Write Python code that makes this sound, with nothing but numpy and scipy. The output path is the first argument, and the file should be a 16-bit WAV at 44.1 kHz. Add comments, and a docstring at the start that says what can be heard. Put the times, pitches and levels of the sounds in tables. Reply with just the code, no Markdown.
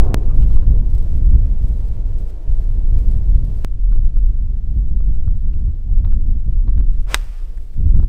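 """A wedge shot on a windy fairway, heard by an unshielded microphone a few metres away.
Filtered-noise gusts overload the capsule from the start, over far trees, rustling dry grass and hiss; rough
buffeting stops at the first of two hard edit cuts, which pop. Zigzag buzzes, noise sweeps of feet in grass and
ringing ticks follow. Near 7 s the club swings back and swishes as swelling noise, clicks the ball with a pulse and
ringing modes, and tears the turf in a noise burst; grainy soil sprays and patters, chaff rustles, clods tick down."""
import sys
import numpy as np
from scipy import signal
from scipy.fft import rfft, irfft, next_fast_len
from scipy.io import wavfile
from scipy.ndimage import uniform_filter1d

SR = 44100
rng = np.random.default_rng(int(sys.argv[2]) if len(sys.argv) > 2 else 0)


def boost_factor(decibels):
    """Convert a level in decibels to a linear amplitude factor."""
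    exponent = np.asarray(decibels, float) / 20
    return 10 ** exponent


def waveform_to_disk(signal):
    """Save audio, clipped to [-1, 1], as 16-bit WAV at the path in sys.argv[1]."""
    frames = np.transpose(np.atleast_2d(signal))
    scaled = np.clip(frames, -1, 1) * 32767
    samples = np.round(scaled).astype(np.int16)
    wavfile.write(sys.argv[1], SR, samples)


N = 356328
TIME_S = np.arange(N) / SR
DIVOT_S, DIVOT_RISE_S = 7.148, 0.0036   # the sole cuts the turf


def rms_one(x):
    """Scale to unit rms."""
    return x / np.sqrt(np.mean(x ** 2) + 1e-20)


def drift(rate):
    """Slow chance: straight lines between normal draws, `rate` of them per second."""
    knots = rng.standard_normal(int(N / SR * 100) + 4)
    return np.interp(TIME_S * rate, np.arange(len(knots)), knots)


def coloured(spectrum, source):
    """Give a white source the spectrum's shape, silent beyond its ends, at unit rms."""
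    size = next_fast_len(N)
    hz, db = np.transpose(spectrum)
    log_hz = np.log(np.arange(size // 2 + 1) * SR / size + 1)
    gain = boost_factor(np.interp(log_hz, np.log(hz), db, left=-200, right=-200))
    return rms_one(irfft(rfft(source, size) * gain, size)[:N])


def lumpy(spectrum, patchy_db, rate):
    """Coloured noise whose strength wavers in lumps."""
    return coloured(spectrum, rng.standard_normal(N) * boost_factor(patchy_db * drift(rate)))


def evened(x, window_s):
    """Flatten the chance swells of a narrow noise so that the gust alone sets its strength."""
    size = int(window_s * SR)
    power = uniform_filter1d(uniform_filter1d(x ** 2, size), size)
    return x / np.sqrt(power + 0.0085)


def grains(per_s, spread_db):
    """Random snaps of blades and soil, few large and many small, at unit rms."""
    sizes = boost_factor(spread_db * np.minimum(rng.exponential(1, N), 5))
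    signed = sizes * rng.choice([-1, 1], N)
    return rms_one(signed * (rng.random(N) < per_s / SR))


def swell(s, db, rise_s, fade_s):
    """Exponential rise to a peak at s, exponential fade after it."""
    since = TIME_S - s
    return boost_factor(db) * np.exp(np.where(since < 0, since / rise_s, -since / fade_s))


def bell(s, rise_s, fall_s):
    """Smooth swell to 1 at s, with its own width on each side."""
    since = TIME_S - s
    return np.exp(-(since / np.where(since < 0, rise_s, fall_s)) ** 2 / 2)


def bandpass(x, order, low_hz, high_hz):
    """Keep one band of the sound."""
    return signal.sosfilt(signal.butter(order, [low_hz, high_hz], "band", fs=SR, output="sos"), x)


def ring_noise(hz, width_hz):
    """Noise through a narrow band around hz."""
    return bandpass(rng.standard_normal(N), 2, hz - width_hz / 2, hz + width_hz / 2)


def ring(events, hz, t60):
    """Clicks at (s, dB) set a sine ringing that decays by 60 dB in t60 seconds."""
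    clicks = np.full(N, 1e-18)   # a trace of signal keeps the resonator's arithmetic fast
    for s, db in events:
        clicks[round(s * SR)] = boost_factor(db)
    r, w = boost_factor(-60 / (t60 * SR)), 2 * np.pi * hz / SR
    return signal.lfilter([0, np.sin(w)], [1, -2 * r * np.cos(w), r * r], clicks)


# Wind at the capsule: t/s, strength level/dB, fineness of the eddies/dB (lifts thuds and flutter)
WIND = [(0, -6, 0), (.2, -13.5, 3.5), (.36, -6.5, -1), (.75, -7, 0), (1.1, -12, 1), (1.33, -8.5, 3),
        (1.55, -13.5, 1.5), (2.0, -16.5, 3), (2.22, -14, 0), (2.39, -27, -4.5), (2.5, -11, -4.5),
        (2.62, -16.5, 0.5), (2.9, -10, -0.5), (3.3, -12.5, 2), (3.78, -17, -2.5), (3.95, -8, -5.5),
        (4.25, -8.5, -4.5), (4.62, -17.5, 1.5), (4.95, -12, 0), (5.28, -11.5, -2.5), (5.55, -13.5, 1.5),
        (5.84, -17, -3), (5.92, -9.5, -3.5), (6.3, -10, -2), (6.43, -17.5, -3), (6.5, -11.5, -3),
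        (6.8, -9, -2), (7.07, -13, -4.5), (7.2, -19, -4), (7.4, -22.5, -11.5), (7.52, -19.5, -4),
        (7.73, -22.5, -4.5), (7.79, -9, 1), (8.02, -6.5, 2.5), (8.08, -20.5, 5)]
# Small sharp eddies that thump the capsule: t/s, lift level/dB
PUFFS = [(.11, 3), (.4, 6), (.72, 5.5), (1.15, 2), (1.35, 4.5), (1.63, 5.5), (2.48, 3.5), (3.38, 3.5),
         (3.96, 3.5), (4.78, 5.5), (4.94, 4.5), (5.28, 2.5), (5.68, 4.5), (5.89, 4), (5.99, 6), (6.07, 4),
         (6.17, 4.5), (6.28, 4), (6.34, 2), (6.48, 6.5), (6.67, 5), (6.78, 7), (7.0, 2.5), (7.58, 0.5),
         (7.79, 4.5), (7.87, 2.5), (7.99, 3)]
# Spectra of the three wind layers: f/Hz, relative level/dB per Hz
RUMBLE = [(7.1, -18), (12, -0.5), (27, 0), (45, -6.5), (58, -32), (99, -120)]
THUD = [(26, -32), (45, -0.5), (110, -18), (140, -50.5), (240, -120)]
FLUTTER = [(65, -32), (110, -3.5), (200, -13.5), (400, -32.5), (630, -46), (1200, -62.5), (2600, -92.5)]
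RUMBLE_DB, THUD_DB, FLUTTER_DB = -0.5, -7.5, -24.5   # each layer against the wind's strength
THUD_FOLLOWS = 0.95   # dB per dB of strength
EDDY_DB, THUD_EDDY_DB, EDDIES_PER_S = 2.5, 1.5, 14   # single eddies swell and fade around the gust
PUFF_S = .025


def wind(top=1.6):
    """Eddies push the capsule: rumble, thuds and flutter; the diaphragm stiffens at large swings."""
    s, strengths, finenesses = np.transpose(WIND)
    strength_db = np.interp(TIME_S, s, strengths)
    fine_db = np.interp(TIME_S, s, finenesses)
    mean_db = strength_db.mean()
    puffs_db = sum(db * bell(at, PUFF_S, PUFF_S) for at, db in PUFFS)
    sharp_db = puffs_db + THUD_EDDY_DB * drift(EDDIES_PER_S)

    rumble_db = strength_db + RUMBLE_DB + EDDY_DB * drift(EDDIES_PER_S)
    thud_db = mean_db + THUD_FOLLOWS * (strength_db - mean_db) + THUD_DB + fine_db + sharp_db
    flutter_db = strength_db + FLUTTER_DB + fine_db + 0.95 * sharp_db

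    rumble = evened(coloured(RUMBLE, rng.standard_normal(N)), window_s=0.098)
    thud = evened(coloured(THUD, rng.standard_normal(N)), window_s=0.096)
    push = boost_factor(rumble_db) * rumble + boost_factor(thud_db) * thud
    shed = 1 + 0.39 * uniform_filter1d(thud ** 2, size=600)   # flutter is shed by the stronger thuds
    flutter = boost_factor(flutter_db) * lumpy(FLUTTER, patchy_db=0.5, rate=40) * shed
    return top * np.tanh((push + flutter) / top)


# Spectrum of the rough close buffeting: f/Hz, relative level/dB per Hz
BUFFET = [(120, -36), (200, -3), (594, -8), (696, -12.5), (762, -3.5), (863, -21), (1020, -16.5),
          (1600, -31.5), (3000, -60), (3900, -80), (6600, -120)]
BUFFET_DB = -34.5


def buffet():
    """Air tumbling right over the grille, lumpy noise silenced by the first cut."""
    return boost_factor(BUFFET_DB) * lumpy(BUFFET, patchy_db=0.5, rate=60) * (TIME_S < CUTS[0][0])


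# Beds of the three stretches between the cuts: far roar level/dB, steady rustle level/dB
STRETCHES = [(-45.5, -72), (-48.5, -63.5), (-57.5, -76.5)]


def bed_levels():
    """Roar and rustle levels in dB, switched at the cuts."""
    stretch = np.searchsorted([s for s, _ in CUTS], TIME_S)
    return np.array(STRETCHES)[stretch].T


# Spectrum of the far trees: f/Hz, relative level/dB per Hz
ROAR = [(180, -27.5), (300, 0.5), (480, -3.5), (630, -9), (970, -17), (1300, -28), (2000, -37), (4000, -50)]
# Faint tones around which level and phase waver: f/Hz, level/dB
HUMS = [(480, -57), (630, -60), (955, -67)]
ROAR_SWELL_DB, ROAR_FADE_S = 11.5, 0.28   # the roar swells up to the first cut and dies down after it


def trees():
    """Smooth far roar of noise, with faint wavering tones between the two cuts."""
    first_s, second_s = CUTS[0][0], CUTS[1][0]
    roar_db = bed_levels()[0] + ROAR_SWELL_DB * np.exp(-abs(TIME_S - first_s) / ROAR_FADE_S)
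    roar = boost_factor(roar_db) * lumpy(ROAR, patchy_db=1.5, rate=20)
    tones = np.zeros(N)
    for hz, db in HUMS:
        tone = np.sin(2 * np.pi * hz * TIME_S + 0.57 * drift(12))
        tones += tone * boost_factor(db + 1.2 * drift(3.2))
    return roar + tones * (TIME_S > first_s) * (TIME_S < second_s)


# Shoes, club and clothes brush by: t/s, peak level/dB, fade/s
BRUSHES = [(.044, -53, .04), (.425, -57, 0.03), (.525, -58.5, .03),  (.955, -61, 0.022), (1.05, -60, 0.05),
           (3.12, -59.5, .05), (5.12, -65, .006), (6.2, -70.5, .08), (6.94, -63.5, 0.11), (7.0, -68, 0.037),
           (7.38, -62, 0.031), (8.0, -67, .02)]
# Spectrum of rustling grass: f/Hz, relative level/dB per Hz
RUSTLE = [(710, -28.5), (1200, -1.5), (6850, -14), (8400, -14), (10100, -22.5), (12800, -17.5),
          (15700, -26)]
RUSTLE_FLICKER_DB, RUSTLE_FLICKERS_PER_S = 2, 30
BRUSH_RISE_S = 0.011   # or the fade time, if that is shorter
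BLADES_DB, BLADES_FADE_S = -46.5, 0.08   # cut grass thrown up


def grass():
    """Hiss with a share of tiny snaps: a flickering bed, the brushes and the grass that the club throws."""
    bed = boost_factor(bed_levels()[1] + RUSTLE_FLICKER_DB * drift(RUSTLE_FLICKERS_PER_S))
    brush_power = sum(swell(s, db, min(BRUSH_RISE_S, fade_s), fade_s) ** 2 for s, db, fade_s in BRUSHES)
    thrown = swell(DIVOT_S, BLADES_DB, DIVOT_RISE_S, BLADES_FADE_S)
    level = np.sqrt(bed ** 2 + brush_power + thrown ** 2)
    source = rng.standard_normal(N) + 0.44 * grains(per_s=4500, spread_db=6.0)
    return level * coloured(RUSTLE, source)


# Spectrum of the microphone's self-noise: f/Hz, relative level/dB per Hz
HISS = [(710, -30), (1200, -1), (2690, -7), (2900, -6.5), (5640, -11.5), (10600, -18.5), (15000, -21.5),
        (15700, -18)]
HISS_DB = -69


def hiss():
    """Steady self-noise of the microphone."""
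    return boost_factor(HISS_DB) * coloured(HISS, rng.standard_normal(N))


# Hard edit cuts: t/s, level/dB of the drop in pressure
CUTS = [(.14409, -1.5), (3.64758, -11.5)]


def cuts(settle_s=0.011):
    """Unrelated pressures meet: high before the join, low after it."""
    pops = np.zeros(N)
    for s, db in CUTS:
        since = TIME_S - s
        pops -= boost_factor(db) / 2 * np.sign(since) * np.exp(-abs(since) / settle_s)
    return pops


# Brief narrow hisses, near the shoes and faint high ones: t/s, level/dB, half length/s, f/Hz, width/Hz
WHEEZES = [(.308, -50, .012, 1150, 300), (.308, -63, .01, 2500, 300), (.428, -58, .016, 2800, 1200),
           (.527, -59, .006, 3200, 500), (5.41, -85, .06, 12000, 900), (5.7, -87, .06, 12000, 900)]


def wheezes():
    """Each a soft swell of noise around one pitch."""
    out = np.zeros(N)
    for s, db, span_s, hz, width_hz in WHEEZES:
        out += boost_factor(db) * rms_one(ring_noise(hz, width_hz)) * bell(s, span_s, span_s)
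    return out


# Short buzzes of the overdriven capsule:
# t/s, zigzag level/dB before pace and filters, length/ms, nominal f/Hz that the pace bends
BUZZES = [(0.339, -43.5, 4.5, 1200), (.36, -47, 2, 1200), (.405, -47, 3.5, 1000), (0.4283, -43, 4, 1200),
          (.443, -47, 4, 1200), (.47, -47, 2, 900), (.502, -43, 4, 1183), (.52, -44, 3, 1000),
          (0.568, -36, 6.8, 849), (0.6232, -45.5, 3, 1200), (0.629, -42, 4.8, 1197), (.641, -46, 3, 1100),
          (.705, -45, 2, 1200), (.735, -47, 2, 1000), (3.922, -40, 4.6, 1550), (3.9605, -36.5, 2.6, 733),
          (4.1685, -36.5, 2.44, 960), (5.005, -39.5, 2.1, 1200), (5.278, -38, 2.7, 999),
          (6.045, -38, 7.8, 1400), (6.067, -46, 1.1, 1500), (6.0742, -46, 1.1, 1500),
          (6.1225, -39.5, 4.2, 1650), (6.675, -43, 1.2, 1400), (6.68, -38, 3.5, 1250),
          (6.7775, -39, 3.2, 1700), (6.803, -47, 1.2, 1400), (6.8085, -39.5, 3, 1400),
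          (7.954, -49, 2.8, 1156), (8.0, -37, 1.6, 1196), (8.029, -39, 3.7, 1100)]
BUZZ_HURRY, BUZZ_FASTEST, BUZZ_UNEVEN = .5, .4, .3   # rate bend (ln), where it peaks (0-1), chance in it (ln)
BUZZ_STOP_HZ, BUZZ_RING_HZ = 3000, 3900   # the capsule dulls the corners but rings at one pitch
BUZZ_RING_DB, BUZZ_EDGE_DB = 2.5, -12   # ringing, and the share of corners left sharp


def buzzes():
    """A sharp-cornered zigzag of steady slope: wide slow swings open and close it, small quick ones between."""
    out, wobble = np.zeros(N), rng.standard_normal((len(BUZZES), 8))
    for (s, db, ms, hz), knots in zip(BUZZES, wobble):
        u = np.linspace(0, 1, int(ms / 1000 * SR))
        hurry = BUZZ_HURRY * np.interp(u, [0, BUZZ_FASTEST, 1], [-1, 1, -1])
        uneven = BUZZ_UNEVEN * np.interp(u, np.linspace(0, 1, len(knots)), knots)
        pace = np.exp(hurry + uneven)
        phase = 2 * np.pi * np.cumsum(hz * pace) / SR - np.pi / 2
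        zigzag = signal.sawtooth(phase, .5) / pace * signal.windows.tukey(len(u), .15)
        at = round(s * SR)
        out[at:at + len(u)] -= boost_factor(db) * (zigzag + 3.5 * np.bartlett(len(u)))   # rides on a pointed dip
    rung = signal.lfilter(*signal.iirpeak(BUZZ_RING_HZ, 6.0, fs=SR), out)
    dulled = signal.sosfilt(signal.cheby2(6, 30, BUZZ_STOP_HZ, fs=SR, output="sos"), out)
    edge = boost_factor(BUZZ_EDGE_DB)
    return dulled * (1 - edge) + edge * out + boost_factor(BUZZ_RING_DB) * rung


# A foot, or at 6.89 s the club's backswing, sweeps through the grass and stops:
# t/s, length/s, sweep level/dB, stop level/dB
SWEEPS = [(.35, .215, -67.5, -55.5), (0.898, .285, -68.5, -61.5), (1.624, .27, -68, -62),
          (2.18, .13, -67, -61), (2.592, 0.14, -68.5, -67.5), (2.98, .2, -66.5, -68), (3.438, .2, -67, -67),
          (6.89, .17, -72, -74)]
# Single stalks snap underfoot: t/s, level/dB (each swell is played 8 dB lower)
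SNAPS = [(0.541, -46.5), (0.9005, -51.5), (0.9353, -46.5), (0.9506, -40.5), (0.983, -43.5), (1.0265, -47),
         (1.6246, -49.5), (1.684, -48), (2.1854, -50), (2.987, -50), (3.114, -47)]
# Spectrum of the blades: f/Hz, relative level/dB per Hz
BLADES = [(1000, -31.5), (2000, -1.5), (5000, -2), (7080, -7), (8510, -0.5), (10400, -10.5), (13000, -4),
          (15700, -10)]
# scuff as a sweep starts (dB over the sweep), crunch as it stops
SCUFF_DB, SCUFF_FADE_S, CRUNCH_RISE_S, SWEEP_EDGE_S = 4.5, .025, 0.029, 0.0055
SNAP_FADE_S = .005
CHAFF_DB, CHAFF_FADE_S = -64, 1.2   # cut grass drifting down


def sweeps():
    """Bright swish that switches on as a sweep starts and off as it stops; divot chaff rustles alike."""
    power = swell(DIVOT_S, CHAFF_DB, DIVOT_RISE_S, CHAFF_FADE_S) ** 2
    for s, length_s, db, stop_db in SWEEPS:
        end_s = s + length_s
        sweep = boost_factor(db) * np.clip(np.minimum(TIME_S - s, end_s - TIME_S) / SWEEP_EDGE_S, 0, 1)
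        scuff = swell(s + SWEEP_EDGE_S, db + SCUFF_DB, SWEEP_EDGE_S / 2, SCUFF_FADE_S)
        crunch = swell(end_s - SWEEP_EDGE_S, stop_db, CRUNCH_RISE_S, SWEEP_EDGE_S / 2)
        power += sweep ** 2 + scuff ** 2 + crunch ** 2
    for s, db in SNAPS:
        power += swell(s, db - 8, SNAP_FADE_S / 2, SNAP_FADE_S) ** 2
    level = np.sqrt(power) * boost_factor(1.5 * drift(40))
    source = rng.standard_normal(N) + 0.44 * grains(per_s=2000, spread_db=5.5)
    return level * coloured(BLADES, source)


# Tiny dry ticks close by: t/s, level/dB, f/Hz
TICKS = [(1.69, -51.5, 5000), (5.19, -57, 8200), (5.535, -47.5, 2700), (5.535, -56, 1500),
         (5.535, -55.5, 4200), (6.866, -55, 5000), (7.004, -55, 4000), (7.5755, -47, 8000),
         (7.5825, -53.5, 8000), (7.74, -57, 8400)]
TICK_CYCLES = 18   # cycles in which a tick falls by 60 dB
BLIP_S, BLIP_DB, BLIP_HZ, BLIP_SPAN_S = 5.895, -56, 760, .012   # a faint short tone


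def ticks():
    """Each rings a few cycles at its own pitch; one soft tone passes among them."""
    tone = np.sin(2 * np.pi * BLIP_HZ * TIME_S)
    blip = boost_factor(BLIP_DB) * bell(BLIP_S, BLIP_SPAN_S, BLIP_SPAN_S) * tone
    return sum(ring([(s, db)], hz, TICK_CYCLES / hz) for s, db, hz in TICKS) + blip


# Spectrum of the torn air and the soil: f/Hz, relative level/dB per Hz
SWISH = [(180, -50.5), (300, -20), (425, -13.5), (518, -9.5), (851, -13.5), (1070, -12), (2220, -17),
         (2410, -16), (4310, -24.5), (4920, -22), (7000, -29), (8500, -26), (10000, -34), (12800, -33.5),
         (15700, -42.5)]
FASTEST_S, SWISH_DB, SPEED_UP_S, STOP_S = 7.122, -36, 0.027, 0.022   # loudest just before the ball
# the treble needs more speed, so it comes later
BRIGHT_HZ, BRIGHT_LAG_S, BRIGHT_SPEED_UP_S = 2000, 0.0056, 0.024
# the shaft hoots as it sheds eddies
SHAFT_S, SHAFT_DB, SHAFT_HZ, SHAFT_WIDTH_HZ, SHAFT_SPAN_S = 7.118, -36.5, 560, 120, 0.014
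DIVOT_DB, DIVOT_FADE_S = -25.5, 0.0071
SPRAY_DB, SPRAY_FADE_S = -45.5, 0.059   # soil flies up
PATTER_S, PATTER_DB, PATTER_RISE_S, PATTER_FADE_S = 7.35, -54.5, 0.18, 0.16   # and falls back


def swish():
    """Air tears smoothly past the shaft, dull first and then bright; soil sprays and patters down in grains."""
    air = coloured(SWISH, rng.standard_normal(N))
    dull = signal.sosfiltfilt(signal.butter(1, BRIGHT_HZ, fs=SR, output="sos"), air)
    dull_tear = dull * bell(FASTEST_S, SPEED_UP_S, STOP_S)
    bright_tear = (air - dull) * bell(FASTEST_S + BRIGHT_LAG_S, BRIGHT_SPEED_UP_S, STOP_S)
    hoot = rms_one(ring_noise(SHAFT_HZ, SHAFT_WIDTH_HZ)) * bell(SHAFT_S, SHAFT_SPAN_S, SHAFT_SPAN_S)

    grit = coloured(SWISH, rng.standard_normal(N) + 0.63 * grains(per_s=1200, spread_db=4.5))
    divot = swell(DIVOT_S, DIVOT_DB, DIVOT_RISE_S, DIVOT_FADE_S)
    spray = swell(DIVOT_S, SPRAY_DB, DIVOT_RISE_S, SPRAY_FADE_S)
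    patter = swell(PATTER_S, PATTER_DB, PATTER_RISE_S, PATTER_FADE_S) * (TIME_S > FASTEST_S)
    soil = (divot + spray + patter) * grit
    return boost_factor(SWISH_DB) * (dull_tear + bright_tear) + soil + boost_factor(SHAFT_DB) * hoot


# Blows on the club head: t/s
BLOW_TIMES = [7.14428, 7.14511, 7.14561, 7.14678, 7.14912]
# The same blows: level/dB at the tilt pitch, brightness/dB per octave
BLOWS = [(-2.1, 2.5), (-4.6, 1.2), (-15.1, -.6), (-17.5, -1.3), (-13.5, -3.8)]
# Ringing modes of the head: f/Hz, level/dB under each blow, time to fall 60 dB/s
HEAD = [(267, -29, .033), (590, -18.5, .021), (813, -18.5, .022), (1265, -21, .01), (1440, -18, .023),
        (1762, -9, .007), (2059, -15.5, .015), (2596, -29, .038), (3214, -17, .013), (3788, -8, .0086),
        (5179, -1.4, .0025), (5362, -10.3, .0019), (6345, -8.6, .0024), (6407, -10.6, .0043),
        (8114, -4, .0028), (8896, -4.1, .0021), (10808, -24.4, .0032), (12200, -29, .008),
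        (13800, -21.5, .0085)]
TILT_HZ = 2000   # brightness turns about this pitch
SOLE_S, SOLE_DB, SOLE_SPAN_S = 7.1432, -18, .0004   # the sole grazes the turf just ahead of the ball
SQUASH_S, SQUASH_MS, SQUASH_DB = 7.14438, 0.233, 10.5   # ball's pressure pulse: start, half length, height
TURF_S, TURF_DB, TURF_HZ, TURF_T60_S = 7.148, -33.5, 230, .06   # the sole thumps the ground


def club():
    """The ball squashes and springs back in one pulse; blows ring the modes, neighbours in opposite ways."""
    modes = np.zeros(N)
    for k, (hz, db, t60) in enumerate(HEAD):
        octaves = np.log2(hz / TILT_HZ)
        blows = [(s, hit_db + tilt_db * octaves) for s, (hit_db, tilt_db) in zip(BLOW_TIMES, BLOWS)]
        direction = -1 if k % 2 == 0 else 1
        modes += direction * boost_factor(db) * ring(blows, hz, t60)
    graze = -boost_factor(SOLE_DB) * bell(SOLE_S, SOLE_SPAN_S, 2 * SOLE_SPAN_S)
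    phase = (TIME_S - SQUASH_S) / SQUASH_MS * 1000   # in half lengths
    pulse = boost_factor(SQUASH_DB) * np.sin(np.pi * phase) * (phase > 0) * (phase < 2)
    return modes + graze + pulse + ring([(TURF_S, TURF_DB)], TURF_HZ, TURF_T60_S)


CRACK_DB, CRACK_T60_S = -25, 0.014   # turf and ball cover tearing at the blow; level before the filter


def crack():
    """A broad burst of noise that dies at once."""
    since = TIME_S - BLOW_TIMES[0]
    burst = boost_factor(CRACK_DB - 60 * np.clip(since, 0, 1) / CRACK_T60_S) * (since > 0)
    return bandpass(burst * rng.standard_normal(N), 2, 900, 13000)


# Clods of turf landing: t/s, level/dB of the dull body
CLODS = [(7.5755, -35.5), (7.5787, -49), (7.5825, -40), (7.74, -43), (7.89, -47)]
CLOD_HZ, CLOD_T60_S = 1800, .003
CLOD_SNAP_DB = 1.5   # dry edge of each landing over its body, before the filter


def clods():
    """Dry ticks: a dull ringing body with a broad filtered snap on top."""
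    snap = np.zeros(N)
    for s, db in CLODS:
        snap[round(s * SR)] = boost_factor(db + CLOD_SNAP_DB)
    return ring(CLODS, CLOD_HZ, CLOD_T60_S) + bandpass(snap, 1, 3000, 11000)


def scene():
    """All sources at one microphone."""
    air = wind() + buffet() + trees() + grass() + hiss()
    early = cuts() + wheezes() + buzzes() + sweeps() + ticks()
    shot = swish() + club() + crack() + clods()
    return (air + early + shot)[None]


def roll_off(x):
    """The treble ends steeply here."""
    return signal.sosfilt(signal.butter(12, 15820, fs=SR, output="sos"), x)


def record(dry):
    """Peaks beyond full scale, as in the strongest gusts and the blow, are clipped flat."""
    clipped = np.clip(dry, -1, 1)
    return roll_off(clipped)


dry = scene()
out = record(dry)
waveform_to_disk(out)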